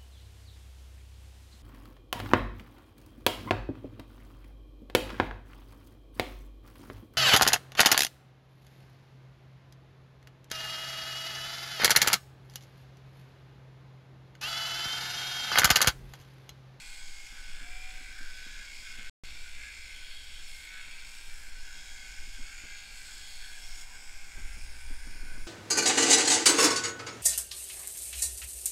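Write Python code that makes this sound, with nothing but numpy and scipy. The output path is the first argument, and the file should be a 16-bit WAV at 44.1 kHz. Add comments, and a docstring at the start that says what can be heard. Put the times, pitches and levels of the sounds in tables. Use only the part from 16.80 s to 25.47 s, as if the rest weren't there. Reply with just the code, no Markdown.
"""A shaft-driven shearing handpiece buzzes through a sheep's fleece in a barn, about 58 strokes a second.
Fork knocks and cutter friction ring the steel, brighter or duller as it meets wool; the drive hums.
The shearer's movements rumble and bump on a body-worn microphone throughout.
Near 1 s an animal calls once, far off. At 2.3 s the sound cuts out for a moment.
Near 7 s the shaft sags and the gear whine peaks; from 7.5 s the shearer moves hardest."""
import sys
import numpy as np
from scipy import signal
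from scipy.fft import rfft, irfft, next_fast_len
from scipy.io import wavfile
from scipy.ndimage import uniform_filter1d, map_coordinates

SR = 44100
rng = np.random.default_rng(int(sys.argv[2]) if len(sys.argv) > 2 else 0)


def generate_wav(signal):
    """Clip the signal to [-1, 1] and save it as 16-bit WAV at the path in sys.argv[1]."""
    frames = np.transpose(np.atleast_2d(signal))
    scaled = np.clip(frames, -1, 1) * 32767
    pcm = np.round(scaled).astype(np.int16)
    wavfile.write(sys.argv[1], SR, pcm)


N = 382347
TIME_S = np.arange(N) / SR


def amp(db):
    """Decibels to gain."""
    return 10 ** (np.asarray(db) / 20)


def unit(x):
    """Scale to rms 1."""
    return x / np.sqrt(np.mean(x ** 2) + 1e-20)


def along(points, hz):
    """(Hz, value) points read on a log axis."""
    point_hz, values = np.transpose(points)
    return np.interp(np.log(np.maximum(hz, 1)), np.log(point_hz), values)


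def curve(points):
    """(seconds, value) points read at every sample."""
    return np.interp(TIME_S, *np.transpose(points))


def spells(rows, ramp_s):
    """(start s, end s, value, ..) rows as one curve per value column: rise, hold, fall."""
    rows = np.array(rows)
    gates = [np.clip(.5 + np.minimum(TIME_S - start_s, end_s - TIME_S) / ramp_s, 0, 1)
             for start_s, end_s in rows[:, :2]]
    return rows[:, 2:].T @ np.array(gates)


def wobble(knots_per_s, at_s=TIME_S):
    """Smooth random curve."""
    return map_coordinates(rng.standard_normal(512), [at_s * knots_per_s], mode="mirror")


def filtered(x, response):
    """x through a response given as a function of Hz."""
    size = next_fast_len(N + SR // 4, True)
    return irfft(rfft(x, size) * response(np.fft.rfftfreq(size, 1 / SR)), size)[:N]


def noise(spectrum):
    """Noise shaped by (Hz, dB) points, at rms 1."""
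    return unit(filtered(rng.standard_normal(N), lambda hz: amp(along(spectrum, hz))))


def pulses(times_s, sizes):
    """Sharp impulses placed between samples."""
    taps = np.floor(times_s * SR)[:, None] + np.arange(-7, 9)
    offset = taps - times_s[:, None] * SR
    shapes = sizes[:, None] * np.sinc(offset) * np.cos(np.pi * offset / 16) ** 2
    return np.bincount(np.clip(taps, 0, N).astype(int).ravel(), shapes.ravel(), N + 1)[:N]


def wash():
    """Diffuse noise of the machine in the barn."""
    # Each row: frequency in Hz, relative density in dB.
    spectrum = [(200, -18), (500, 1), (900, 2), (2000, -0.5), (6000, -0.5), (10000, -8.5), (16000, -17)]
    return amp(-64) * noise(spectrum)


def barn(x, wet_db):
    """Floor and walls answer, treble dying first; the answer changes as the handpiece travels."""
    # Each row: frequency in Hz, t60 in seconds.
    decay = [(200, 0.38), (2000, 0.2), (12000, 0.063)]
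    hz, t, bins = signal.stft(rng.standard_normal((2, SR // 3)), SR, nperseg=256)
    tails = signal.istft(bins * amp(-60 * t / along(decay, hz)[:, None]), SR, nperseg=256)[1]
    here, there = [signal.fftconvolve(x, tail / np.linalg.norm(tail))[:N] for tail in tails]
    travel_rad = 2 * np.pi * .6 * TIME_S
    return unit(x + amp(wet_db) * (np.cos(travel_rad) * here + np.sin(travel_rad) * there))


def far_animal(waver_db):
    """One call slides up, swells and fades; only harmonics near the throat's resonance carry."""
    # Each row: harmonic number, relative level in dB.
    throat = [(3, 2), (4, 18.5), (5, 2.5)]
    start_s, peak_s, end_s = .82, 1.056, 1.5
    from_hz, to_hz, glide_s = 173, 188, .088
    swell_db_per_s, fade_db_per_s = 29, 46
    pitch_hz = to_hz + (from_hz - to_hz) * np.exp(-np.maximum(TIME_S - start_s, 0) / glide_s)
    phase = 2 * np.pi * np.cumsum(pitch_hz) / SR
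    voice = unit(sum(amp(db) * np.sin(harmonic * phase) for harmonic, db in throat))
    level_db = -59 - np.maximum(swell_db_per_s * (peak_s - TIME_S), fade_db_per_s * (TIME_S - peak_s))
    gate, = spells([(start_s, end_s, 1)], ramp_s=.04)
    return voice * gate * amp(level_db + waver_db * wobble(34.7))


def movement(gust_db, crunch_db):
    """Air buffets the microphone and clothing rubs beside it, both more when the shearer shifts."""
    # Each row: start in seconds, end in seconds, air boost in dB, rub boost in dB.
    moves = [(.5, 1.8, 6, 0.5), (1.3, 1.44, 1.5, 1.5), (2.1, 2.6, 6.5, 4.5), (4.45, 4.6, 3, 0.5),
             (4.65, 7.5, 2.5, 0), (5.3, 5.65, 7.5, 1), (7.53, 7.97, 10.5, 4), (8.03, 8.16, 15.5, 3),
             (8.23, 8.7, 10.5, 7.5), (8.5, 8.7, 1.5, 2)]
    # Each row: frequency in Hz, relative density in dB.
    air_spectrum = [(2, -25), (7, 4.5), (12, 3), (20, -5.5), (32, -13.5), (50, -21), (80, -31.5),
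                    (140, -49.5), (400, -71), (1000, -120)]
    rub_spectrum = [(30, -39), (80, 3), (130, 2.5), (200, -0.5), (270, -1), (380, -4.5), (600, -10),
                    (1200, -12.5), (4000, -39.5)]
    air_db, rub_db = spells(moves, ramp_s=.06)
    unrest_db, folds_db = gust_db * wobble(5.9), crunch_db * wobble(45)
    air = amp(-45 + air_db + unrest_db) * noise(air_spectrum)
    rub = amp(-69.5 + rub_db + folds_db) * noise(rub_spectrum)
    return air + rub


def bumps(t60_s):
    """Each jolt of the microphone is a short, dull shudder."""
    # Each row: start in seconds, peak in dB before the common boost.
    jolts = [(0.524, -64), (0.601, -69), (0.812, -57.5), (1.209, -61), (1.406, -59), (1.662, -60),
             (1.792, -67), (2.186, -54.5), (5.474, -62), (5.585, -58), (5.609, -64), (5.835, -57),
             (7.579, -53.5), (7.648, -56), (7.769, -59.5), (8.104, -54.5), (8.27, -53), (8.431, -55.5),
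             (8.57, -54)]
    # Each row: frequency in Hz, relative density in dB.
    spectrum = [(40, 4), (130, -8.5), (265, -0.5), (370, -14.5), (520, -19.5), (1200, -20), (4000, -52)]
    boost_db, attack_s = 10.5, .0004
    t, out = np.arange(SR // 5) / SR, np.zeros(N + SR)
    colour = amp(along(spectrum, np.fft.rfftfreq(len(t), 1 / SR)))
    envelope = amp(-60 * t / t60_s) * (1 - np.exp(-t / attack_s))
    for start_s, db in jolts:
        thud = irfft(rfft(rng.standard_normal(len(t))) * colour, len(t)) * envelope
        out[round(start_s * SR):][:len(t)] += amp(db + boost_db) * thud / np.abs(thud).max()
    return out[:N]


def shaft():
    """Turns made so far, plus a shudder of the joints that grows as the shaft is dragged slow."""
    # Each row: time in seconds, speed in turns a second.
    speeds = [(0, 58.1), (.43, 58.2), (.48, 57.6), (1.21, 58.3), (1.8, 58.1), (3.04, 57.5), (3.19, 58.0),
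              (3.86, 57.6), (4.15, 58.2), (4.32, 57.7), (4.95, 58.2), (6.18, 58.3), (6.69, 57.6),
              (6.81, 56.5), (7.15, 57.15), (7.21, 57.85), (8.1, 58.15), (8.67, 57.7)]
    speed_hz, easy_hz = curve(speeds), 57.8
    shudder_turns = .0023 + .0114 * np.maximum(easy_hz - speed_hz, 0)
    coarse_s = np.linspace(0, N / SR, 2000)
    shake = np.interp(TIME_S, coarse_s, wobble(45, coarse_s))
    return np.cumsum(speed_hz) / SR + shudder_turns * shake


def drive(turns, waver_db):
    """The unbalanced shaft hums; its gears whine on higher orders that waver as the arm swings."""
    # Each row: start in seconds, end in seconds, boost in dB.
    hum_swells = [(2.35, 3.13, 9.5), (3.35, 3.64, 8.5), (7.56, 8.24, 14.5)]
    # Each row: shaft order, relative level in dB.
    gears = [(11, -11), (12, -15), (13, -2.5), (14, 0), (15, -9), (16, -1), (17, -8), (18, -4), (19, -11),
             (20, -13), (21, -9)]
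    # Each row: time in seconds, level in dB.
    whine_levels = [(0, -71), (2, -73.5), (3.3, -75.5), (4.1, -73), (6.5, -70.3), (7.2, -65.5),
                    (8.67, -71.5)]
    hum_db = -66.5 + spells(hum_swells, ramp_s=.055)[0]
    coarse_s, whine = np.linspace(0, N / SR, 200), np.zeros(N)
    for order, db in gears:
        sway_db = waver_db * np.interp(TIME_S, coarse_s, wobble(2.344, coarse_s))
        whine += amp(db + sway_db) * np.sin(2 * np.pi * (order * turns + rng.random()))
    return amp(hum_db) * unit(np.sin(2 * np.pi * turns)) + amp(curve(whine_levels)) * unit(whine)


def clatter(turns, drift_turns, jitter_s, scatter_db, sway_db):
    """The loose fork knocks several times a turn; each knock shifts and swells with the grip."""
    # Each row: place as a share of the turn, relative level in dB.
    contacts = [(.04, -5.5), (0.151, -10), (.29, -5), (0.432, -3.5), (0.551, -16.5), (0.682, -12.5),
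                (0.829, -13)]
    whole_turns, knocks = np.arange(int(turns[-1]) - 1), np.zeros(N)
    starts_s = np.interp(whole_turns, turns, TIME_S)
    for place, db in contacts:
        jitter, scatter = rng.standard_normal((600, 2))[:len(whole_turns)].T
        at_turns = whole_turns + place + drift_turns * wobble(2.5, starts_s)
        times_s = np.interp(at_turns, turns, TIME_S) + jitter_s * jitter
        knocks += pulses(times_s, amp(db + sway_db * wobble(4, starts_s) + scatter_db * scatter))
    return unit(knocks)


def scrape(turns, stroke_bite, tooth_bite, lean, grit_db):
    """Strength of gritty friction: it jumps and fades at each cutter reversal and each tooth crossed."""
    def bursts(per_turn):
        return np.exp(-4 * (per_turn * turns % 1))
    reversals = stroke_bite * bursts(per_turn=2) * (1 + lean * np.cos(2 * np.pi * turns))
    crossings = tooth_bite * bursts(per_turn=8)
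    grains = np.arange(0, N, 32)
    grit = np.interp(np.arange(N), grains, rng.standard_normal(len(grains)))
    return unit((1 + reversals + crossings) * amp(grit_db * grit))


def resonate(x, modes):
    """x through steep-sided resonances that hand and wool keep well damped, at rms 1."""
    def response(hz):
        power = 0
        for centre_hz, min_width_hz, db in modes:
            damping = (hz + 1) * max(min_width_hz, centre_hz / 9)
            detune = centre_hz ** 2 - hz ** 2
            power += (amp(db) * damping ** 2 / (detune ** 2 + damping ** 2)) ** 2
        lag = (damping + 1j * detune) / (damping - 1j * detune)  # all-pass at the last mode
        return np.sqrt(power) * lag
    return unit(filtered(x, response))


def zings(force):
    """Single resonances of the steel briefly come free and ring out."""
    # Each row: start in seconds, end in seconds, pitch in Hz, level in dB.
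    rings = [(0.774, .87, 1630, -56), (1.563, 1.847, 1613, -59.5), (2.754, 2.928, 1640, -55.5),
             (2.77, 2.92, 2320, -56), (3.14, 3.62, 3190, -53.5), (3.907, 3.993, 1630, -54),
             (4.5, 4.68, 1680, -60.5), (5.706, 5.844, 6930, -56), (6.227, 6.536, 4270, -67),
             (6.6, 6.803, 1680, -56.5), (6.96, 7.04, 3500, -57), (7.07, 7.15, 980, -64),
             (7.495, 7.753, 2186, -54)]
    min_width_hz, out = 140, np.zeros(N)
    for start_s, end_s, hz, db in rings:
        gate, = spells([(start_s, end_s, 1)], ramp_s=.043)
        out += amp(db) * gate * resonate(force, [(hz, min_width_hz, 0)])
    return out


def ring_levels(flicker_db):
    """dB of housing, fork, comb, cutter, teeth, tips: load swells heavy parts, rubbing thin ones."""
    # Each row: time in seconds, level in dB.
    fork_levels = [(0, -50.5), (.35, -55.5), (1.1, -48.5), (2.0, -50), (2.65, -53.5), (3.15, -50.5),
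                   (3.65, -54), (4.15, -49.5), (4.45, -55.5), (5.9, -52), (6.1, -55.5), (6.7, -51),
                   (7.15, -56), (8.67, -56)]
    comb_levels = [(0, -55), (.5, -57), (1.3, -56.3), (2.5, -53), (2.95, -56), (3.25, -55), (4.1, -53.5),
                   (4.65, -58), (4.9, -54), (5.3, -56.5), (6.2, -54), (6.42, -52), (7.0, -55.5),
                   (7.08, -61), (8.67, -63.5)]
    # Each row: start and end in seconds, then housing and fork gain in dB.
    loads = [(.52, 1.9, 3.5, -1), (1.36, 1.53, 4.5, -3), (2.05, 2.3, 6, 0), (3.8, 4.03, -1, 2),
             (3.91, 4.25, 2.5, -0.5), (4.53, 6.0, 2.5, 0.5), (6.25, 6.42, 4, -2), (6.6, 7.15, 1.4, -2),
             (7.5, 7.76, 3, -0.5), (8.08, 8.6, 3.5, 1)]
    # Each row: start and end in seconds, then cutter, teeth and tips gain in dB.
    sizzles = [(-.1, .2, 1, 3, 2.5), (.2, .5, 1, 3.5, 0), (1.3, 1.92, 2, 2.5, -0.5),
               (1.93, 2.14, 4.5, 3, 1.5), (3.66, 3.87, 1, -3, 3.5), (4.25, 4.7, 0.7, 0.5, 2.5),
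               (4.82, 6.02, 1.5, 4.5, 0.2), (6.13, 7.04, 1, 4, 3.5), (6.8, 6.96, 4, 0, 0.5),
               (6.96, 7.03, 3, 3.5, 2.5), (7.12, 7.86, 2, .8, 1.3), (7.9, 8.2, 0, -3, 1.5),
               (8.42, 8.7, -1.5, -1.5, 0)]
    housing_load_db, fork_load_db = spells(loads, ramp_s=.071)
    cutter_rub_db, teeth_rub_db, tips_rub_db = spells(sizzles, ramp_s=.044)
    comb_db = curve(comb_levels)  # wool frees or damps the comb
    follow_db = .12 * (comb_db - comb_db.mean())
    grip_db = flicker_db * wobble(15)  # the hand damps the housing unevenly
    return (-59 + housing_load_db + grip_db, curve(fork_levels) + fork_load_db, comb_db,
            -59 + cutter_rub_db, -62 + follow_db + teeth_rub_db, -59.5 + tips_rub_db)


def tips_hiss(lower_force, upper_force, top_force):
    """The tooth tips hiss, crossfading between a lower and an upper ring, with fainter modes on top."""
    # Each row: centre in Hz, minimum width in Hz, relative level in dB.
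    edge_modes = [(7800, 1500, 0), (9100, 1600, 0)]
    top_modes = [(11000, 3400, -1), (14600, 4500, -8.5)]
    # Each row: time in seconds, centre of the crossfade in Hz.
    centres = [(0, 7980), (3.5, 8000), (3.75, 8160), (4.1, 7970), (5.9, 7950), (6.5, 7960), (7.0, 7920),
               (7.45, 7630), (7.9, 8680), (8.67, 9000)]
    lower, upper = edge_modes
    upper_share = np.clip((curve(centres) - lower[0]) / (upper[0] - lower[0]), 0, 1)
    edge = np.sqrt(1 - upper_share) * resonate(lower_force, [lower])
    edge += np.sqrt(upper_share) * resonate(upper_force, [upper])
    return unit(unit(edge) + amp(-9.5) * resonate(top_force, top_modes))


def shifting_touch(x, patchy_db):
    """Hand and wool touch the thin steel in ever new places, so its treble changes colour in patches."""
    hz, _, bins = signal.stft(x, SR, nperseg=512)
    patches = rng.standard_normal(bins.shape)
    for size, axis in [(5, 0), (4, 0), (40, 1), (26, 1)]:  # smooth over frequency, then time
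        patches = uniform_filter1d(patches, size, axis)
    depth_db = patchy_db * along([(1800, .3), (4500, 1)], hz)[:, None]
    return signal.istft(bins * unit(amp(depth_db * unit(patches))), nperseg=512)[1][:N]


def handpiece(turns):
    """Knocks and scraping ring the steel; the fork mostly knocks, housing and comb rasp more,
    cutter, teeth and tips mostly hiss."""
    # Each row: centre in Hz, minimum width in Hz, relative level in dB.
    housing_modes = [(1536, 195, 3.5), (1610, 105, 1)]
    fork_modes = [(2209, 338, 0), (2435, 460, -3.5)]
    comb_modes = [(2750, 420, -3), (3360, 520, -1), (3770, 430, -5), (4380, 490, -.5)]
    cutter_modes = [(4880, 560, -1.5), (5360, 600, 0)]
    teeth_modes = [(6800, 900, 0), (6200, 700, -11)]
    housing_db, fork_db, comb_db, cutter_db, teeth_db, tips_db = ring_levels(flicker_db=1.1)
    knocks = clatter(turns, drift_turns=.018, jitter_s=.00002, scatter_db=1.8, sway_db=1.2)
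    knocks = barn(knocks, wet_db=-1.5)
    friction = scrape(turns, stroke_bite=.42, tooth_bite=.72, lean=.31, grit_db=2)
    knocking_db, rasping_db, hissing_db = -2, 2, 7  # friction over knocks

    def force(friction_db):
        return knocks + amp(friction_db) * friction * rng.standard_normal(N)
    tips = tips_hiss(force(hissing_db), force(hissing_db), force(hissing_db))
    return (zings(force(knocking_db))
            + amp(housing_db) * resonate(force(rasping_db), housing_modes)
            + amp(fork_db) * resonate(force(knocking_db), fork_modes)
            + amp(comb_db) * resonate(force(rasping_db), comb_modes)
            + amp(cutter_db) * resonate(force(hissing_db), cutter_modes)
            + amp(teeth_db) * resonate(force(hissing_db), teeth_modes)
            + amp(tips_db) * tips)


def scene():
    """One shaft turns drive and cutter; the shearer moves and an animal calls. 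Mono."""
    turns = shaft()
    machine = wash() + shifting_touch(handpiece(turns), patchy_db=1.5) + drive(turns, waver_db=3.5)
    shearer = movement(gust_db=1, crunch_db=2) + bumps(t60_s=.14)
    return (machine + shearer + far_animal(waver_db=1.5))[None]


def record(dry):
    """One dropout, then a hard band limit."""
    gap_start_s, gap_end_s, top_hz = 2.2968, 2.4362, 15750
    running = (TIME_S < gap_start_s) | (TIME_S > gap_end_s)
    return filtered(dry[0] * running, lambda hz: hz < top_hz)[None]


dry = scene()
out = record(dry)
generate_wav(out)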